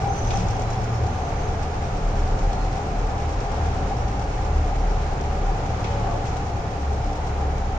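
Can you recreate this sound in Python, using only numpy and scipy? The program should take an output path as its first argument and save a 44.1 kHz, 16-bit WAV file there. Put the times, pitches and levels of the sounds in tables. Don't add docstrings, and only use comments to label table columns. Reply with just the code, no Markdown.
import sys
import numpy as np
from scipy import signal
from scipy.fft import rfft, irfft
from scipy.io import wavfile

SR = 44100
rng = np.random.default_rng(int(sys.argv[2]) if len(sys.argv) > 2 else 0)


def master_out(mix):
    frames = np.transpose(np.atleast_2d(mix))
    ceiling = np.clip(frames, -1, 1)
    pcm = np.round(ceiling * 32767).astype(np.int16)
    wavfile.write(sys.argv[1], SR, pcm)


N = 343098
TIME, HZ = np.arange(N) / SR, np.fft.rfftfreq(N, 1 / SR)

# frequency in Hz, left minus right in dB.
BLADE_BALANCE = [(2000, 8), (5000, -1.5), (6000, -6.5), (6700, -6.5), (7300, -0.5), (7900, -1.5)]
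BLADE_LAG_S = .00038


def amp(db):
    return 10 ** (np.asarray(db) / 20)


def unit(x):
    return x / np.sqrt(np.mean(abs(x) ** 2) + 1e-20)


def spectrum(points):
    hz, value = np.transpose(points)
    return np.interp(np.log(HZ + 1), np.log(hz + 1), value)


def curves(rows):
    time_s, *columns = np.transpose(rows)
    return [np.interp(TIME, time_s, column) for column in columns]


def drift(rate_hz):
    count = 4096
    lowpass = np.exp(-.5 * (HZ[:count // 2 + 1] / rate_hz) ** 2)
    slow = irfft(rfft(rng.standard_normal(count)) * lowpass)
    return unit(np.interp(np.arange(N) * count / N, np.arange(count), slow))


def pan(balance_db):
    return amp(np.array([[.5], [-.5]]) * balance_db)


def noise(density_db, balance_db, coherence=0, lag_s=0):
    left, other = rfft(rng.standard_normal((2, N)))
    coherence = np.clip(coherence, -1, 1)
    right = coherence * left * np.exp(-2j * np.pi * HZ * lag_s) + np.sqrt(1 - coherence ** 2) * other
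    return irfft(np.array([left, right]) * amp(density_db) * pan(balance_db) * np.sqrt(SR / 2), N)


def tone(hz):
    return np.sqrt(2) * np.sin(2 * np.pi * (np.cumsum(hz) / SR + rng.random()))


def bursts(rows, rise_s, hall_db, hall_s):
    power = np.zeros(N)
    for start_s, db, decay_s in rows:
        start = int(start_s * SR)
        t = TIME[:N - start][:SR]
        decay = np.exp(-t / decay_s) + amp(hall_db) ** 2 * np.exp(-t / hall_s)
        power[start:start + len(t)] += amp(db) ** 2 * decay * (1 - np.exp(-t / rise_s))
    return np.sqrt(power)


def rough_tones(rows, roughness, balance_db):
    out = np.zeros((2, N))
    for start_s, length_s, hz, db, width_hz in rows:
        active = (TIME >= start_s) & (TIME < start_s + length_s)
        t = TIME[active] - start_s
        swell = amp(db) * np.sqrt(abs(np.sin(np.pi * t / length_s)))
        for side in out:
            jitter = drift(width_hz / 2) + 1j * drift(width_hz / 2)
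            ring = unit(1 + roughness * jitter[active]) * np.exp(2j * np.pi * hz * t)
            side[active] += np.sqrt(2) * swell * ring.real
    return out * pan(balance_db)


def motor(throb_db=1.5, throb_hz=4, wander_hz=.25, jitter_hz=.25, upper_db=-46):
    # time in seconds, shaft speed in Hz.
    shaft_speed = [(0, 38.1), (.2, 38.6), (.87, 38.9), (1.25, 37.2), (1.75, 38.7), (3.25, 38.8),
                   (4.55, 37.3), (5.25, 35.8), (5.8, 36.3), (6.25, 35.4), (6.6, 35.3), (6.9, 34.7),
                   (7.78, 35)]
    # time in seconds, levels of orders 1, 2 and 3 in dB.
    order_levels = [(0, -37, -32, -32.5), (.3, -27, -31.5, -32), (.75, -32.5, -45, -30.5),
                    (1.05, -41, -26, -27), (1.2, -36, -35, -44.5), (1.8, -42, -29, -33),
                    (2.02, -31, -37.5, -38.5), (2.25, -34, -26, -37), (2.45, -23.5, -48, -36.5),
                    (2.8, -32.5, -32, -35.5), (3.0, -24.5, -37.5, -49), (3.27, -32, -26, -28),
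                    (3.4, -28, -48, -43), (3.62, -30, -29, -32), (3.82, -33.5, -33, -41),
                    (4.38, -28.5, -35.5, -31), (4.55, -25, -24.5, -45), (4.92, -21.5, -34.5, -54),
                    (5.28, -31, -24.5, -41), (5.48, -24, -34.5, -48), (5.75, -34, -28, -32),
                    (6.12, -30.5, -41, -34), (6.5, -41, -29.5, -41), (6.72, -42, -35, -43),
                    (6.88, -36, -24.5, -45), (7.08, -28, -33, -43), (7.3, -35, -28, -44),
                    (7.78, -30, -26, -44)]
    shaft_hz = curves(shaft_speed)[0] + wander_hz * drift(3.96)
    hum = 0
    for order, db in enumerate(curves(order_levels) + [upper_db, upper_db], 1):
        hz = order * shaft_hz + jitter_hz * (order - 1) ** 2 * drift(throb_hz)
        hum += amp(db + throb_db * drift(throb_hz)) * tone(hz)
    return hum * pan(.39)


def drone(gain_db=-1, throb_db=1.5, throb_hz=4, wander_hz=.66):
    # time in seconds, pitch in Hz, relative level in dB.
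    climb = [(0, 23.5, -42), (1.7, 28, -34), (2.12, 32.6, -24), (2.38, 30.8, -24), (2.65, 35, -27),
             (3.3, 42, -28), (3.55, 48, -46), (4.05, 55, -27), (4.3, 54.5, -29), (4.6, 60, -29.5),
             (4.95, 65, -33), (5.2, 70, -33), (5.5, 71.5, -42), (5.8, 71.5, -65)]
    hz, db = curves(climb)
    level = amp(db + gain_db + throb_db * drift(throb_hz))
    return level * tone(hz + wander_hz * drift(throb_hz)) * pan(.39)


def fan_air(gust_hz=2, flutter_db=.5, flutter_hz=25):
    # frequency in Hz, density in dB per Hz.
    hall = [(8, -56), (22, -50.5), (55, -52.5), (100, -49.5), (135, -54.5), (185, -59), (250, -65),
            (620, -67.5), (1000, -70.5), (1300, -68.5), (1750, -74.5), (3600, -84), (6500, -87),
            (8600, -105), (10200, -106.5), (11500, -117), (13000, -120)]
    # frequency in Hz, width in Hz, lift in dB.
    panels = [(235, 14, 2.6), (294, 26, 7.2), (387, 14, 3.9), (426, 60, 8), (477, 7, 3.9), (520, 60, 3.6),
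              (573, 47, 5.4), (689, 46, 8.8), (723, 15, 5), (751, 41, 9.7), (802, 60, 12.2), (853, 20, 6.7),
              (882, 32, 6.6), (929, 26, 4.6), (964, 27, 4.2), (1028, 60, 5), (1123, 7, 4), (1163, 25, 4.2),
              (1208, 20, 3), (1403, 14, 3.3), (1438, 15, 3.1), (2300, 550, 2.4)]
    # frequency in Hz, left minus right in dB.
    balance = [(60, 1), (500, -0.5), (850, 2), (1500, -0.2), (2500, -3.5), (4000, -2), (6000, -3.5),
               (6800, -15), (8000, 1)]
    # frequency in Hz, left-right coherence from 0 to 1.
    coherence = [(60, 1), (130, 0.97), (250, 0.93), (480, 0.9), (780, 0.62), (1100, 0)]
    # time in seconds, swell of the rumble in dB.
    swell = [(0, 1), (1.8, 0.4), (3.2, 0), (3.7, 1), (4.7, -0.3), (5.4, 0.25), (6.1, 1.5), (6.65, -0.75),
             (7.78, -0.6)]
    lift_db = sum(db / (1 + (2 * (HZ - hz) / width_hz) ** 2) for hz, width_hz, db in panels)
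    wash = rfft(noise(spectrum(hall) + lift_db, spectrum(balance), spectrum(coherence), lag_s=.00008))
    rumble = 1 / (1 + (HZ / 520) ** 4)
    hiss = 1 - 1 / (1 + (HZ / 1150) ** 4)
    roar = 1 - rumble - hiss
    swell_db = curves(swell)[0]
    out = 0
    for band, swell_share, gust_db in [(rumble, 1, -.3), (roar, .82, .5), (hiss, .5, .36)]:
        level_db = swell_share * swell_db + gust_db * drift(gust_hz) + flutter_db * drift(flutter_hz)
        out += irfft(wash * band, N) * amp(level_db)
    return out


def whines(waver_db=2, reflection_gain=.91):
    # pitch in Hz, level in dB, wander in Hz.
    tones = [(756, -46, 2.5), (1208, -55, 3), (1704, -62, 1.2)]
    out = np.zeros((2, N))
    for hz, db, wander_hz in tones:
        pitch_hz = hz + wander_hz * drift(4.95)
        direct = tone(pitch_hz)
        for side in out:
            level = amp(db + waver_db * drift(7.8))
            reflected = reflection_gain * tone(pitch_hz + wander_hz * drift(5.6))
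            side += level * unit(direct + reflected)
    return out


def moans():
    # start in seconds, length in seconds, pitch in Hz, level in dB, width in Hz.
    tones = [(0, .14, 800, -28, 70), (.088, .035, 780, -26, 50), (.01, .07, 2345, -49, 120),
             (.15, 1, 100, -37, 50), (.29, .085, 795, -29, 40), (.28, .25, 180, -33, 25),
             (5.88, .38, 565, -36.5, 18), (6, .22, 695, -35.5, 70), (6.04, .15, 790, -34.5, 60),
             (6.04, .17, 885, -40.5, 40), (6, .25, 1128, -45, 20), (5.95, .2, 1205, -49, 25)]
    return rough_tones(tones, roughness=.55, balance_db=1.5)


def roll_scuff(spindle_hz=8.86, rub_db=-8, runout_db=2, uneven_db=4, rise_turns=.036, slip_turns=.004):
    # place in the turn from 0 to 1, decay in turns, relative level in dB.
    rough_spots = [(.155, 0.024, -2), (.41, 0.034, -4.5), (.555, 0.049, -14)]
    # frequency in Hz, relative density in dB.
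    rub_spectrum = [(1000, -100), (2500, -82), (4200, -83), (5100, -83), (5550, -77.5), (6000, -82.5),
                    (6600, -84), (7300, -89), (8200, -92), (9000, -106), (13000, -116)]
    # frequency in Hz, relative density in dB.
    fizz_spectrum = [(7000, -130), (10500, -111), (11700, -111), (12400, -107), (13300, -110)]
    # time in seconds, fizz gain in dB.
    fizz_gain = [(0, 7), (.45, 7.5), (.9, 6.5), (1.3, 5), (1.6, 1), (3.2, -1), (4.7, -2.5), (5.8, 0),
                 (6.7, 3), (7.78, 1)]
    # time in seconds, rub gain in dB.
    pressure = [(0, 7.5), (.1, 0), (.25, 5), (.36, 9), (.45, 5), (.6, 3), (.9, -2), (2, 2), (4, 0.5),
                (5.7, -1), (6.4, 0), (6.6, -2), (7.2, 0), (7.78, -7)]
    turns = spindle_hz * TIME + slip_turns * drift(.72)
    spot_power = 0
    for place, decay_turns, db in rough_spots:
        since = (turns - place) % 1
        spot_power += amp(db) ** 2 * np.exp(-since / decay_turns) * (1 - np.exp(-since / rise_turns))
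    contact = amp(rub_db - runout_db * np.cos(2 * np.pi * turns))
    envelope = np.sqrt(2 * spot_power * amp(uneven_db * drift(14)) ** 2 + contact ** 2)
    grain = unit(amp(1.5 * drift(200)))
    rub = noise(spectrum(rub_spectrum), spectrum(BLADE_BALANCE), coherence=.52, lag_s=BLADE_LAG_S)
    fizz = noise(spectrum(fizz_spectrum), balance_db=1, coherence=.38) * amp(curves(fizz_gain)[0])
    return (rub * amp(curves(pressure)[0]) + fizz) * envelope * grain


def blade_squeals():
    # start in seconds, length in seconds, pitch in Hz, level in dB, width in Hz.
    modes = [(.055, .11, 6140, -56, 80), (.09, .14, 6165, -44.5, 90), (.18, .21, 6140, -44.5, 130),
             (.28, .12, 5430, -56, 160), (.38, .24, 6160, -56, 90), (.64, .13, 3980, -56, 110),
             (.65, .21, 5430, -57, 100), (.86, .22, 5455, -58, 90), (1.05, .3, 6240, -57, 80),
             (1.338, .19, 6250, -53.5, 70), (2.49, .19, 4247, -55, 140)]
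    return rough_tones(modes, roughness=1.7, balance_db=-6.5)


def clacks(rise_s=.0015):
    # start in seconds, gain in dB, power decay in seconds.
    knocks = [(.305, 0, .008), (.332, -10, .007), (.362, -13, .008), (.401, -6, .006), (5.841, -2.5, .007),
              (5.868, -11, .005), (5.918, -10, .004), (6.258, -12, .01)]
    # frequency in Hz, relative density in dB.
    crack_spectrum = [(500, -57.5), (1500, -72), (2100, -68), (2550, -63), (2950, -69), (3350, -66),
                      (3900, -70), (5800, -71), (7200, -79), (9000, -100), (13000, -114)]
    # frequency in Hz, relative level in dB, T60 in seconds.
    metal_modes = [(1970, -46, .15), (2200, -41, .2), (2510, -37, .1), (2890, -46, .12), (3290, -39, .07),
                   (3640, -46, .09), (5000, -45, .1), (5790, -46, .15)]
    out = noise(spectrum(crack_spectrum), balance_db=2) * bursts(knocks, rise_s, hall_db=-13, hall_s=.06)
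    for start_s, db, _ in knocks:
        start = int(start_s * SR)
        t = TIME[:N - start][:SR // 2]
        for hz, mode_db, t60_s in metal_modes:
            envelope = amp(db + mode_db - 60 * t / t60_s) * (1 - np.exp(-t / rise_s))
            out[:, start:start + len(t)] += envelope * np.sin(2 * np.pi * (hz * t + rng.random((2, 1))))
    return out


def tape_snaps(snag_period_s=.1113, snag_turns=7):
    # first snap in seconds, gain in dB, change per turn in dB, power decay in seconds.
    snags = [(.373, 7, -2.5, 0.002), (.397, 2, -2, .0035)]
    # start in seconds, gain in dB, power decay in seconds.
    single_snaps = [(.595, -3, .002), (.703, 1, .0025), (.843, -2, .0025), (.956, -7, .002),
                    (1.066, -1, .002), (2.392, -4.5, .004), (3.403, -6, .0066), (5.662, -8, .005),
                    (5.804, -6, .003), (6.27, -6, .024), (6.372, -5, .003), (6.468, -6, .003)]
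    # frequency in Hz, relative density in dB.
    snap_spectrum = [(2500, -81), (4500, -81), (5500, -72.5), (7000, -73.5), (8300, -98), (9500, -99),
                     (13000, -110)]
    repeats = [(start_s + turn * snag_period_s, db + turn * change_db, decay_s)
               for start_s, db, change_db, decay_s in snags for turn in range(snag_turns)]
    crack = noise(spectrum(snap_spectrum), spectrum(BLADE_BALANCE), coherence=.44, lag_s=BLADE_LAG_S)
    return crack * bursts(repeats + single_snaps, rise_s=.0004, hall_db=-19, hall_s=.04)


def scene():
    running = motor() + drone() + fan_air() + whines()
    return running + moans() + roll_scuff() + blade_squeals() + clacks() + tape_snaps()


def record(dry, cutoff_hz=13500, fade_s=.002):
    fade = np.minimum(np.minimum(TIME, TIME[::-1]) / fade_s, 1)
    lowpass = signal.firwin(511, cutoff_hz, window=("kaiser", 9), fs=SR)
    return signal.oaconvolve(dry * fade, lowpass[None], "same")


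dry = scene()
out = record(dry)
master_out(out)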